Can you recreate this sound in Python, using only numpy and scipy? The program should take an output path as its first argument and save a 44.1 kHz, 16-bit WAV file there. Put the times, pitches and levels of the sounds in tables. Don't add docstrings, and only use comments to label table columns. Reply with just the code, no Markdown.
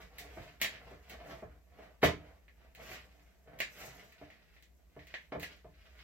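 import sys
import numpy as np
from scipy import signal
from scipy.fft import rfft, irfft
from scipy.io import wavfile

SR = 44100
rng = np.random.default_rng(int(sys.argv[2]) if len(sys.argv) > 2 else 0)


def persist_wave(psi):
    counts = np.round(np.clip(psi, -1, 1) * 32767).astype(np.int16)
    wavfile.write(sys.argv[1], SR, np.atleast_2d(counts).T)


N = 266143
TIME = np.arange(N) / SR


def from_db(db):
    return 10 ** (np.asarray(db) / 20)


def rms_one(x):
    return x / np.sqrt(np.mean(x ** 2) + 1e-20)


def peak_one(x):
    return x / np.abs(x).max()


def at_hz(points, hz, axis=1):
    columns = np.transpose(points)
    return np.interp(np.log(np.maximum(hz, 1)), np.log(columns[0]), columns[axis])


def drift(rate_hz):
    step = 40
    keep = np.exp(-2 * np.pi * rate_hz * step / SR)
    noise = rng.standard_normal(N // step + 2002)
    slow = signal.lfilter([1], [1, -2 * keep, keep * keep], noise)[2000:]
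    return np.interp(np.arange(N) / step, np.arange(len(slow)), rms_one(slow))


def pulse_of(spectrum, size=16384):
    log_gain = at_hz(spectrum, np.arange(size // 2 + 1) * SR / size) * np.log(10) / 20
    cepstrum = irfft(log_gain)
    cepstrum[1:size // 2] *= 2
    cepstrum[size // 2 + 1:] = 0
    pulse = irfft(np.exp(rfft(cepstrum)))
    return pulse / np.linalg.norm(pulse)


def ring_of(modes, size=16384):
    pitch_hz, level_db, t60_s = np.transpose(modes)[:, :, None]
    t = np.arange(size) / SR
    sign = (-1) ** np.arange(len(pitch_hz))[:, None]
    gain = sign * from_db(level_db + rng.standard_normal(pitch_hz.shape))
    decay = np.exp(-np.log(1000) * t / t60_s)
    ring = np.sum(gain * decay * np.sin(2 * np.pi * pitch_hz * t), axis=0)
    return ring / np.linalg.norm(ring)


def through(x, response):
    return signal.oaconvolve(x, response)[:N]


def shelf(x, corner_hz, treble_db):
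    bass = signal.sosfilt(signal.butter(2, corner_hz, fs=SR, output="sos"), x)
    treble = signal.sosfilt(signal.butter(2, corner_hz, "high", fs=SR, output="sos"), x)
    return bass - from_db(treble_db) * treble


def add(track, s, db, blow):
    start = round(s * SR)
    track[start:start + len(blow)] += from_db(db) * blow[:N - start]


def cushioned(blow, contact_s):
    keep = np.exp(-1 / (contact_s * SR))
    return signal.lfilter([1 - keep], [1, -keep], blow)


def chattering(blow, contact_s, bounce):
    for share in rng.uniform([.2, .6], [.5, 1]):
        loop = np.r_[1, np.zeros(int(share * contact_s * SR)), bounce]
        blow = signal.lfilter(loop[::-1], loop, blow)
    return blow


def grains(per_s, spread_db, clump_db):
    sizes = from_db(spread_db * np.minimum(rng.exponential(1, N), 4)) * rng.choice([-1, 1], N)
    happens = rng.random(N) < per_s / SR
    clumps = from_db(clump_db * drift(rate_hz=40))
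    return rms_one(sizes * happens * clumps)


# pitch_hz, level_db (per Hz)
HUSH_COLOUR = [(25, -9.5), (64, 6), (110, -19), (165, -4), (230, -13.5), (624, -18), (1230, -31.5),
               (1900, -30), (3720, -33.5), (8360, -33.5), (9700, -46), (11500, -30), (15500, -36.5)]
HUSH_DB = -67.5


def room_hush():
    colour = pulse_of(HUSH_COLOUR)
    shared, left, right = [through(rng.standard_normal(N), colour) for _ in range(3)]
    return from_db(HUSH_DB) * (0.46 * shared + 0.79 * np.array([left, right]))


# time_s, level_db (rms)
HUM_LEVELS = [(0, -61), (3.7, -64), (4.3, -71.5), (5.0, -65.5), (5.8, -63.5)]
HUM_HZ = 59.4


def appliance_hum():
    level_db = np.interp(TIME, *np.transpose(HUM_LEVELS)) + 3.44 * drift(rate_hz=13)
    phase = 2 * np.pi * HUM_HZ * TIME + 1.0 * drift(rate_hz=3.8)
    return from_db(level_db) * np.sqrt(2) * np.sin(phase)


# pitch_hz, t60_s, reflections_db (against direct sound),
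# likeness (of the two sides, -1 to 1)
KITCHEN_BANDS = [(78.5, 0.35, -0.5, 0.93), (308, 0.28, 1, 0.79), (673, 0.16, 0, 0.18),
                 (1192, 0.23, 8, 0.43), (2545, 0.25, 3.5, 0.033), (6300, 0.21, 12, 0.038),
                 (12630, 0.14, -3.5, 0.17)]


def reflections(gap_s, build_s, size=22050):
    t, tail = np.arange(size) / SR, 0
    edges_hz = np.geomspace(40, 18000, 13)
    white = rng.standard_normal((2, 2, size))
    for k, (low, high) in enumerate(zip(edges_hz, edges_hz[1:])):
        centre_hz = np.sqrt(low * high)
        t60_s, wet_db, alike = [at_hz(KITCHEN_BANDS, centre_hz, axis=column) for column in range(1, 4)]
        band = signal.sosfilt(signal.butter(2, [low, high], "band", fs=SR, output="sos"), white[k % 2])
        onset = 1 - np.exp(-np.maximum(t - gap_s, 0) / build_s)
        band = band * np.exp(-np.log(1000) * t / t60_s) * onset
        band = band / np.linalg.norm(band, axis=1, keepdims=True)
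        mid, side = from_db(wet_db) * band * np.sqrt((high - low) / SR)
        tail = tail + np.sqrt(1 + alike) * mid + np.sqrt(1 - alike) * side * [[1], [-1]]
    return tail


STIR_RATE_HZ = 2.7
LEFT_LAG_S = 0.000078


def kitchen(x):
    sides, turn = np.array([x, x]), 2 * np.pi * STIR_RATE_HZ * TIME
    shares = (np.cos(turn), np.sin(turn) * np.cos(turn / 2), np.sin(turn) * np.sin(turn / 2))
    for share in shares:
        sides = sides + [through(share * x, side) for side in reflections(gap_s=0.0017, build_s=0.00059)]
    taps = np.arange(-16, 17)
    late = np.sinc(taps - LEFT_LAG_S * SR) * np.hanning(len(taps))
    return np.array([np.convolve(sides[0], late, "same"), sides[1]])


# start_s, level_db, treble_db (change above the corner)
LUMPS = [(0.18, -59.5, 10.5), (0.613, -41, 3.5), (1.092, -56, -5), (2.031, -32, -7), (3.599, -43, -25),
         (5.413, -49, -0.5)]
# pitch_hz, level_db (per Hz)
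LUMP_COLOUR = [(200, -3), (1200, -10.5), (2100, -0.5), (3600, -8), (5500, -17), (7000, -15.5),
               (9800, -20.5), (13000, -5), (16000, -12.5)]
CRUSH_S = 0.029
CRUMBLE_LEAD_S, CRUMBLE_DB, CRUMBLE_TREBLE_DB = 0.015, -9, -25.5


def crushed_lumps(size=8820):
    out, age = np.zeros(N), np.arange(size) / SR / CRUSH_S
    crumbs = through(grains(per_s=2500, spread_db=3.5, clump_db=1.5), pulse_of(LUMP_COLOUR))
    force = (1 - np.exp(-7 * age)) * np.exp(-age ** 2)
    crumbles = [(s - CRUMBLE_LEAD_S, db + CRUMBLE_DB, treble_db + CRUMBLE_TREBLE_DB)
                for s, db, treble_db in LUMPS]
    for s, db, treble_db in list(LUMPS) + crumbles:
        span = round(s * SR) + np.arange(size)
        burst = rms_one(force * crumbs[span]) * np.sqrt(np.mean(force ** 2))
        out[span] += from_db(db) * shelf(burst, corner_hz=5450, treble_db=treble_db)
    return out


# start_s, level_db, hardness_db (treble change), cart_db (shudder against level)
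BOWL_KNOCKS = [(0.371, -36.5, -11, -9), (0.912, -43.5, -16, -9.5), (1.2, -42.5, 6, -15),
               (1.304, -46, 7, -26), (1.423, -37, -34, -9), (1.787, -43.5, -9, -27), (2.029, -10, 0.5, -16),
               (3.473, -47, -2, -16), (4.213, -40, -16, -13), (4.963, -42, -30, -8.5),
               (5.32, -28.5, -2.5, -20), (5.349, -31, -28, -10), (5.644, -45, -32, -9.5)]
# pitch_hz, level_db (per Hz)
THUD_COLOUR = [(40, -23.5), (80, -14.5), (220, 4), (420, 7.5), (700, 2.5), (1000, -8), (1500, -9),
               (2400, -8), (5000, -22), (15000, -42)]
# pitch_hz, level_db, t60_s
BOWL_MODES = [(298.2, -2, 0.26), (388, -9.5, 0.054), (473, -5.5, 0.076), (593.7, 5.5, 0.078),
              (630, 4.5, 0.11), (685.5, 7.5, 0.092), (842, -16, 0.15), (1030, -5.5, 0.072),
              (1287, -22.5, 0.28), (1721, -3.5, 0.066), (2180, -7.5, 0.059), (2430, -7.5, 0.069),
              (3000, -9, 0.035)]
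# pitch_hz, level_db, t60_s
CART_MODES = [(44.1, -6.5, .3), (77.9, -1.5, 0.42), (101, 0, 0.13), (116.3, -2.5, 0.2), (163.9, 3, 0.23),
              (241, -4.5, 0.035), (301.9, -2, 0.34)]
CART_LAG_S = 0.00639
ROCK_BACK_S, ROCK_BACK_DB, ROCK_BACK_HARD_DB = .043, -19, -10.5


def bowl_knocks():
    out, thud = np.zeros(N), pulse_of(THUD_COLOUR)
    rocks = [(s + ROCK_BACK_S, db + ROCK_BACK_DB, hard_db + ROCK_BACK_HARD_DB, cart_db)
             for s, db, hard_db, cart_db in BOWL_KNOCKS]
    for s, db, hard_db, cart_db in list(BOWL_KNOCKS) + rocks:
        blow = cushioned(thud, contact_s=.00007) + from_db(0.5) * ring_of(BOWL_MODES)
        blow = peak_one(shelf(blow, corner_hz=1267, treble_db=hard_db))
        add(out, s, db, from_db(-1.5) * chattering(blow, contact_s=0.0016, bounce=0.48))
        shudder = from_db(4) * cushioned(thud, contact_s=0.0015)
        shudder = shudder + cushioned(ring_of(CART_MODES), contact_s=0.0011)
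        add(out, s + CART_LAG_S, db + cart_db, from_db(4.5) * peak_one(shudder))
    return out


# start_s, level_db, sharpness_db (treble change)
SPOON_CLACKS = [(0.184, -24.5, 16), (0.615, -7.5, 16), (0.645, -18.5, 3.5), (0.749, -38, -30),
                (1.097, -30, 22), (2.038, -20, -13), (2.4804, -48, -42), (2.7494, -34.5, 14),
                (3.589, -28, 14), (3.6027, -14.5, 5.5), (4.123, -39.5, 14), (4.3017, -45, -4),
                (4.565, -48.5, -34), (4.6246, -38.5, 22.5), (4.9918, -42.5, -33), (5.07, -36.5, 14),
                (5.14, -26.5, -48), (5.398, -26.5, 26), (5.43, -28, -18)]
# pitch_hz, level_db (per Hz)
CRACK_COLOUR = [(200, -45), (1200, -8.5), (2200, -4.5), (4000, -4), (7000, -3), (9800, -13.5), (13000, -7),
                (16000, -0.5)]
# pitch_hz, level_db, t60_s
SPOON_MODES = [(640, -11.5, 0.021), (1032, -20, 0.014), (1700, -1.5, 0.0099), (1925, 6, 0.0053),
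               (2380, 7.5, 0.003), (3047, -2, 0.0045), (4090, -3, 0.0012)]


def spoon_clacks():
    out, crack = np.zeros(N), pulse_of(CRACK_COLOUR)
    for s, db, sharp_db in SPOON_CLACKS:
        blow = shelf(crack + from_db(8) * ring_of(SPOON_MODES), corner_hz=5220, treble_db=sharp_db)
        add(out, s, db, chattering(peak_one(blow), contact_s=0.00044, bounce=0.46))
    return from_db(-1.5) * out


# hardest_s, length_s, drag_db (the mass), rasp_db (on the wall),
# grit_db (crunch); levels come before the mix of the strokes
SPOON_PUSHES = [(0.0, 0.13, -51.5, -54, -64), (0.225, 0.24, -54.5, -59, -67), (0.405, 0.3, -56, -55.5, -67),
                (0.726, .12, -58, -52.5, -73), (0.88, 0.33, -57.5, -63, -73.5),
                (1.122, .13, -53.5, -57, -64), (1.303, 0.2, -48, -57, -65), (1.507, 0.17, -62, -75, -90),
                (1.83, 0.24, -58.5, -67, -76.5), (2.26, 0.3, -60, -69.5, -84.5),
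                (2.634, 0.17, -65, -71.5, -96), (2.817, 0.1, -51.5, -56.5, -65),
                (2.914, 0.17, -52, -48.5, -54), (3.114, 0.92, -70, -73, -77.5),
                (3.554, 0.18, -56, -87, -95), (3.827, 0.19, -49, -49, -52.5),
                (3.968, 0.33, -61.5, -59, -65.5), (4.249, 0.51, -68, -64, -82),
                (4.545, 0.21, -92, -68, -82), (5.13, 0.35, -72, -63, -75.5), (5.513, 0.2, -66, -59, -73),
                (5.855, 0.4, -72.5, -68.5, -83), (6.02, 0.36, -71, -60.5, -73.5)]
SWELL_SHARE, PUSH_EDGE_DB, PUSH_ROUNDNESS = 0.53, 13.5, 1.27
CREEP_DRAG_DB, CREEP_RASP_DB, CREEP_GRIT_DB = -80.5, -85, -86


def effort():
    power = from_db([[CREEP_DRAG_DB], [CREEP_RASP_DB], [CREEP_GRIT_DB]]) ** 2 * np.ones(N)
    for s, length, *levels_db in SPOON_PUSHES:
        near = np.abs(TIME - s) < 2 * length
        before = (s - TIME[near]) / SWELL_SHARE
        after = (TIME[near] - s) / (1 - SWELL_SHARE)
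        away = np.maximum(before, after) / length
        push_db = np.array(levels_db)[:, None] - PUSH_EDGE_DB * away ** PUSH_ROUNDNESS
        power[:, near] += from_db(push_db) ** 2
    return np.sqrt(power)


# pitch_hz, level_db (per Hz)
DRAG_COLOUR = [(50, -40.5), (100, -3.5), (165, 2.5), (280, -8), (480, 0.5), (560, -3), (660, 7), (820, -8),
               (1200, -13.5), (2000, -12), (6000, -44.5)]
# pitch_hz, level_db (per Hz)
RASP_COLOUR = [(400, -5), (1000, -8.5), (1400, -2), (1950, 3.5), (2500, 1.5), (3300, -3.5), (5000, -12),
               (9000, -33.5)]
# pitch_hz, level_db (per Hz)
GRIT_COLOUR = [(1000, -12.5), (3500, -44.5), (5000, -4), (6800, 1), (8200, -2.5), (9800, -14.5),
               (11500, -0.5), (13500, 3), (16000, -5)]
TICKS_PER_S, TICKS_DB = 50, -12


def strokes():
    drag, rasp, grit = effort()
    bowl = pulse_of(DRAG_COLOUR) + from_db(-14) * ring_of(BOWL_MODES)
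    pulls = drag * grains(per_s=900, spread_db=2.8, clump_db=2.2)
    tugs = from_db(-1.5) * through(pulls, bowl) + from_db(-17) * through(pulls, ring_of(CART_MODES))
    slips = through(rasp * grains(per_s=800, spread_db=4.5, clump_db=2.2), pulse_of(RASP_COLOUR))
    crunch = through(grit * grains(per_s=2100, spread_db=2, clump_db=3.0), pulse_of(GRIT_COLOUR))
    ticks = through(rasp * grains(per_s=TICKS_PER_S, spread_db=2, clump_db=4.0), ring_of(SPOON_MODES))
    return tugs + from_db(-6.0) * slips + from_db(-5.0) * crunch + from_db(TICKS_DB) * ticks


def scene():
    bowl = crushed_lumps() + bowl_knocks() + spoon_clacks() + strokes()
    return room_hush() + appliance_hum() + kitchen(bowl)


def record(dry):
    lean = signal.sosfilt(signal.butter(2, 38, "high", fs=SR, output="sos"), dry)
    top_cut = signal.ellip(10, .1, 80, 15900, fs=SR, output="sos")
    return signal.sosfilt(top_cut, lean)


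dry = scene()
out = record(dry)
persist_wave(out)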